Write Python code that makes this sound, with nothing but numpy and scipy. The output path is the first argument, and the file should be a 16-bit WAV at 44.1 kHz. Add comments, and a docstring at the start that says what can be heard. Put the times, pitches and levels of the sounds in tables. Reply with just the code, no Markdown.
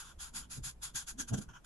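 """At a desk in a small, quiet room, a felt marker colours a little patch of paper.
Its short back-and-forth strokes quicken and then fade. The tip catches on paper fibres and rubs,
which makes the pen and the sheet ring. The arm shifts with soft thuds and the hand bumps the desk
a few times. It is all heard close up, in stereo, over a low rumble."""
import sys
import numpy as np
from scipy import signal
from scipy.fft import rfft, irfft
from scipy.io import wavfile
from scipy.ndimage import uniform_filter1d

SR = 44100
rng = np.random.default_rng(int(sys.argv[2]) if len(sys.argv) > 2 else 0)


def int16_out(signal):
    """Quantize to a 16-bit WAV file."""
    q = np.round(np.clip(np.atleast_2d(signal).T, -1, 1) * 32767)
    wavfile.write(sys.argv[1], SR, q.astype(np.int16))


N = 72765

# Marker strokes; levels are before mixing (touch time [s], fastest time [s], lift time [s],
# scratch level [dB], drop by the lift [dB], rub level [dB], pen ring level [dB],
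# squeak level [dB], squeak pitch [Hz])
STROKES = [(-.03, 0.003, 0.033, -46.5, 10, -52, -57, -63, 3220),
           (0.034, 0.052, 0.12, -57.5, 6, -58, -76, -64, 3207),
           (0.194, .204, 0.19, -56, 15, -63, -45, -51, 3487),
           (0.193, 0.222, 0.29, -45.5, 12.5, -55, -81, -64.5, 3289),
           (0.34, 0.371, 0.45, -41, 25, -53, -77, -63.5, 3338),
           (0.414, 0.437, 0.46, -78, 11, -70, -74, -67.5, 3175),
           (0.501, 0.521, 0.58, -45, 8, -61.5, -59, -77, 3499),
           (0.634, 0.653, 0.7, -42, 5.5, -57, -54.5, -61.5, 3300),
           (0.821, 0.84, 0.9, -40.5, 18.5, -54, -66, -58, 3446),
           (0.948, 0.963, 1.028, -38.5, 15, -54, -45, -55, 3397),
           (1.069, 1.086, 1.111, -44, 4, -57.5, -50.5, -63.5, 3300),
           (1.185, 1.207, 1.234, -40.5, 15, -58, -41, -56.5, 3251),
           (1.277, 1.292, 1.311, -46.5, 16.5, -56, -53, -62, 3210),
           (1.331, 1.345, 1.353, -47.5, 7, -51.5, -44, -55, 3250),
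           (1.371, 1.385, 1.396, -48.5, 8, -59.5, -54, -63, 3150),
           (1.409, 1.421, 1.445, -52.5, 14, -61, -58, -76, 3204),
           (1.488, 1.49, 1.515, -75, 9, -56.5, -68, -68.5, 3106),
           (1.535, 1.575, 1.565, -82, 4, -50.5, -66, -63, 3140),
           (1.643, 1.648, 1.68, -60.5, 3, -62.5, -84, -70, 3231)]
# Tone of the scratching fibres (frequency [Hz], level [dB])
SCRATCH_TONE = [(300, -38), (700, -14), (1400, -8), (2050, -9.5), (2600, -5.5), (3400, -4), (4400, -2.5),
                (6200, -6), (7400, -2.5), (8400, -5), (9700, -2), (11600, -2.5), (12100, -54)]
# Pitches that the paper on the desk boosts or weakens (frequency [Hz], width [Hz], gain [dB])
PAPER_RINGS = [(1510, 100, 6), (2560, 220, 3.5), (2970, 300, -9), (5040, 147, 6), (6780, 287, 9.5),
               (7160, 300, 4.5), (7950, 98, 1.5), (8740, 230, 1.5), (9700, 86, -6), (10500, 235, 6.5),
               (10980, 220, 6)]
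# Pitches at which the pen's tip and barrel ring (frequency [Hz], width [Hz], level [dB])
PEN_RINGS = [(1464, 120, -4.5), (1580, 98, 0.5), (3480, 430, -19.5), (5950, 115, 0.5), (6190, 67, -0.5),
             (6620, 230, 1), (7010, 350, -6), (7660, 180, -5)]
# Tone of the rubbing tip (frequency [Hz], level [dB])
RUB_TONE = [(400, -45), (770, -10.5), (960, -1.5), (1200, -1), (1450, 3), (1650, -1.5), (1850, -18.5),
            (2150, -19), (2650, -11), (3100, -12), (3650, -37), (4600, -32), (5400, -15.5), (5950, -10.5),
            (6800, -15), (8000, -34), (12500, -27)]
# Tone of the room's background noise (frequency [Hz], level [dB])
BACKGROUND_TONE = [(15, 4.5), (35, 2.5), (60, 6), (80, -9), (150, -7), (260, -17.5), (450, -22.5),
                   (900, -26), (1600, -33.5), (4000, -41.5), (11000, -40), (13000, -49)]
# Soft thuds from the arm (time [s], peak level [dB], pitch [Hz])
ARM_THUDS = [(0.179, -42, 45.4), (0.323, -52, 49.7), (.626, -38, 45.4), (1.346, -37.5, 58),
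             (1.485, -42, 50.5)]
# Bumps of the hand dragging on the desk (time [s], rise [s], fall [s], level [dB], judder rate [Hz],
# roughness [0 even, about 1 all noise], brightness [dB per octave])
HAND_BUMPS = [(0.351, 0.027, 0.22, -60.5, 213.3, 0.95, -4), (0.59, 0.024, 0.018, -43, 133.5, 0.6, -17),
              (0.677, 0.034, 0.015, -52.5, 130.8, 0.47, -5.5),
              (0.955, 0.019, 0.015, -52.5, 124.5, 0.56, -1), (1.166, 0.052, 0.15, -60, 218, 1, -1.5),
              (1.199, 0.017, 0.026, -47, 268, 0.5, -3.5), (1.327, 0.018, 0.02, -31, 123.2, 0.31, 2.5),
              (1.346, 0.02, 0.017, -35.5, 217.9, 0.85, 0), (1.386, 0.0091, 0.024, -37, 195.1, 0.58, -1.5),
              (1.501, 0.069, 0.049, -58, 120, 1.03, -7)]
# Pitches at which the desk rings (frequency [Hz], width [Hz], level [dB])
DESK_RINGS = [(100, 19, -5.5), (128, 60, 5.5), (189.4, 20, 2.5), (235, 18, 5.5), (350.2, 29, -8),
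              (441, 28, -1.5), (530, 30, -10.5), (678, 160, -4), (840, 21, -2)]


def undb(db):
    """Turn decibels into a number to multiply by."""
    return 10 ** (np.asarray(db) / 20)


def unit(x):
    """Scale a signal so its average power is 1."""
    return x / np.sqrt(np.mean(x ** 2))


def colour(x, tone):
    """Shape a sound's lows and highs to follow a tone table."""
    hz, db = np.array(tone).T
    freqs = np.maximum(np.fft.rfftfreq(N, 1 / SR), 1)
    return irfft(rfft(x) * undb(np.interp(np.log(freqs), np.log(hz), db)), N)


def band(x, hz, width_hz):
    """Keep the sound near one pitch; a narrower band rings longer."""
    return signal.lfilter(*signal.iirpeak(hz, hz / width_hz, fs=SR), x)


def wander(per_s):
    """A smooth random drift, about 1 in size."""
    hold = max(int(SR / per_s), 1)
    return unit(uniform_filter1d(rng.standard_normal(N)[np.arange(N) // hold], hold))


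def fibre_snaps(t, shared=0.36, right_lag_s=0, per_s=11000):
    """Tiny snaps, louder where the tip catches; the shared part reaches both ears."""
    hits = rng.random((3, N)) < per_s / SR
    sizes = undb(2 * rng.exponential(size=(3, N)))
    left, right, both = hits * sizes * np.sign(rng.standard_normal((3, N)))
    centre = np.array([both, np.interp(t - right_lag_s, t, both)])
    snaps = np.sqrt(1 - shared) * np.array([left, right]) + np.sqrt(shared) * centre
    return snaps * undb(0.52 * wander(per_s=380))


def stroke_loudness(t, levels_db, follow_speed=1):
    """Each stroke swells as the pen speeds up, sinks as it slows and dies away as it lifts."""
    power = 0
    for (touch, fastest, lift, _, drop_db, *_), level_db in zip(STROKES, levels_db):
        still_to_gain = np.clip((fastest - t) / (fastest - touch), 0, 1)
        slowing = np.clip((t - fastest) / (lift - fastest), 0, 1)
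        speed_db = -14 * still_to_gain ** 2 - drop_db * slowing ** 1.27
        # steep fades, in dB per second, before the touch and after the lift
        contact_db = -1888 * np.maximum(touch - t, 0) - 684 * np.maximum(t - lift, 0)
        power += undb(level_db + follow_speed * speed_db + contact_db) ** 2
    return np.sqrt(power)


def paper_scratch(t):
    """Snapping fibres make a bright scratch that rings the sheet."""
    scratch = colour(fibre_snaps(t, shared=0.26, right_lag_s=0.00016), SCRATCH_TONE)
    for hz, width, db in PAPER_RINGS:
        scratch = scratch + (undb(db) - 1) * band(scratch, hz, width)
    return unit(scratch)


def pen_ring(t):
    """Snaps ring the tip and barrel; a second, wider band sharpens each pitch."""
    snaps = fibre_snaps(t)
    rings = (undb(db) * band(band(snaps, hz, width), hz, 2.4 * width) for hz, width, db in PEN_RINGS)
    return unit(sum(rings))


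def tip_rub(t):
    """The felt slides over the fibres with a duller rubbing sound."""
    return unit(colour(fibre_snaps(t), RUB_TONE))


def tip_squeak(t, width_hz=540, wander_hz=69.7):
    """Snaps ring the felt; its pitch changes with each stroke and drifts as the tip tilts."""
    _, fastest, *_, pitches_hz = zip(*STROKES)
    centre_hz = np.mean(pitches_hz)
    ring = band(band(fibre_snaps(t), centre_hz, width_hz), centre_hz, width_hz)
    shift_hz = np.interp(t, fastest, pitches_hz) - centre_hz + wander_hz * wander(per_s=25)
    # slide the whole ring up or down by shift_hz
    shifted = signal.hilbert(ring) * np.exp(2j * np.pi * np.cumsum(shift_hz) / SR)
    return unit(shifted.real)


def marker(t):
    """Scratch and pen ring follow the pen's speed closely, rub and squeak less so."""
    _, _, _, scratch_db, _, rub_db, ring_db, squeak_db, _ = zip(*STROKES)
    scratch = paper_scratch(t) * stroke_loudness(t, scratch_db)
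    ring = pen_ring(t) * stroke_loudness(t, ring_db)
    rub = tip_rub(t) * stroke_loudness(t, rub_db, follow_speed=0.44)
    squeak = tip_squeak(t) * stroke_loudness(t, squeak_db, follow_speed=0.44)
    return undb(1) * scratch + undb(1.5) * ring + rub + squeak


def room_echo(x, t, fade_s=0.043):
    """The room adds a short echo, different in each ear, that falls 60 dB in fade_s."""
    tail = unit(rng.standard_normal((2, N)) * np.exp(-np.log(1000) * t / fade_s)) / np.sqrt(N)
    return x + undb(-12.5) * signal.fftconvolve(x, tail, axes=1)[:, :N]


def background(t, rest_s=1.51):
    """A faint, wide hiss and a low, central rumble that sinks as the arm comes to rest."""
    centre, side = (unit(colour(rng.standard_normal(N), BACKGROUND_TONE)) for _ in range(2))
    hiss, side = signal.lfilter(*signal.butter(1, 360, "high", fs=SR), [centre, side])
    rumble = (centre - hiss) * undb(-5.5 * np.clip((t - rest_s) / 0.02, 0, 1))
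    return undb(-56.5) * np.array([hiss + rumble + side, hiss + rumble - side])


def arm_thuds(t, fade_s=0.0093):
    """The shifting arm makes deep, soft thuds, each only a wave or two long."""
    return sum(undb(db) * np.exp(-((t - at) / fade_s) ** 2) * np.cos(2 * np.pi * hz * (t - at))
               for at, db, hz in ARM_THUDS)


def hand_bumps(t):
    """The hand sticks and slips as it drags, and this judder makes the desk ring."""
    bumps = 0
    lowest_hz = DESK_RINGS[0][0]
    for at, rise, fall, db, hz, rough, bright_db in HAND_BUMPS:
        push = np.exp(-np.maximum(at - t, 0) ** 2 / rise ** 2 - np.maximum(t - at, 0) / fall)
        phase = 2 * np.pi * np.cumsum(hz * (1 + 0.0805 * wander(per_s=90))) / SR
        judder = unit(np.sin(phase) - undb(-1.5) * signal.sawtooth(phase))
        grind, side_grind = unit(band(rng.standard_normal((2, N)), hz, 0.62 * hz))
        force = np.array([(1 - rough) * judder + rough * grind, side_grind])
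        ring = sum(undb(ring_db + bright_db * np.log2(ring_hz / lowest_hz)) * band(force, ring_hz, width)
                   for ring_hz, width, ring_db in DESK_RINGS)
        centre, side = (unit(part) * np.sqrt(np.mean(push ** 2)) for part in push * ring)
        # the deepest notes sound alike in both ears
        side = 0.73 * signal.lfilter(*signal.butter(1, 223, "high", fs=SR), side)
        bumps += undb(db) * np.array([centre + side, centre - side])
    muffled = signal.sosfilt(signal.butter(6, 844, fs=SR, output="sos"), bumps)
    return muffled * undb([[-1.5], [1.5]])  # a little to the right


def scene():
    """The marker and its echo, the hand, the arm and the background together."""
    t = np.arange(N) / SR
    return room_echo(marker(t), t) + hand_bumps(t) + arm_thuds(t) + background(t)


def record(dry):
    """Cut away the highest treble, above 12000 Hz."""
    return signal.sosfilt(signal.ellip(8, .2, 70, 12000, fs=SR, output="sos"), dry)


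dry = scene()
out = record(dry)
int16_out(out)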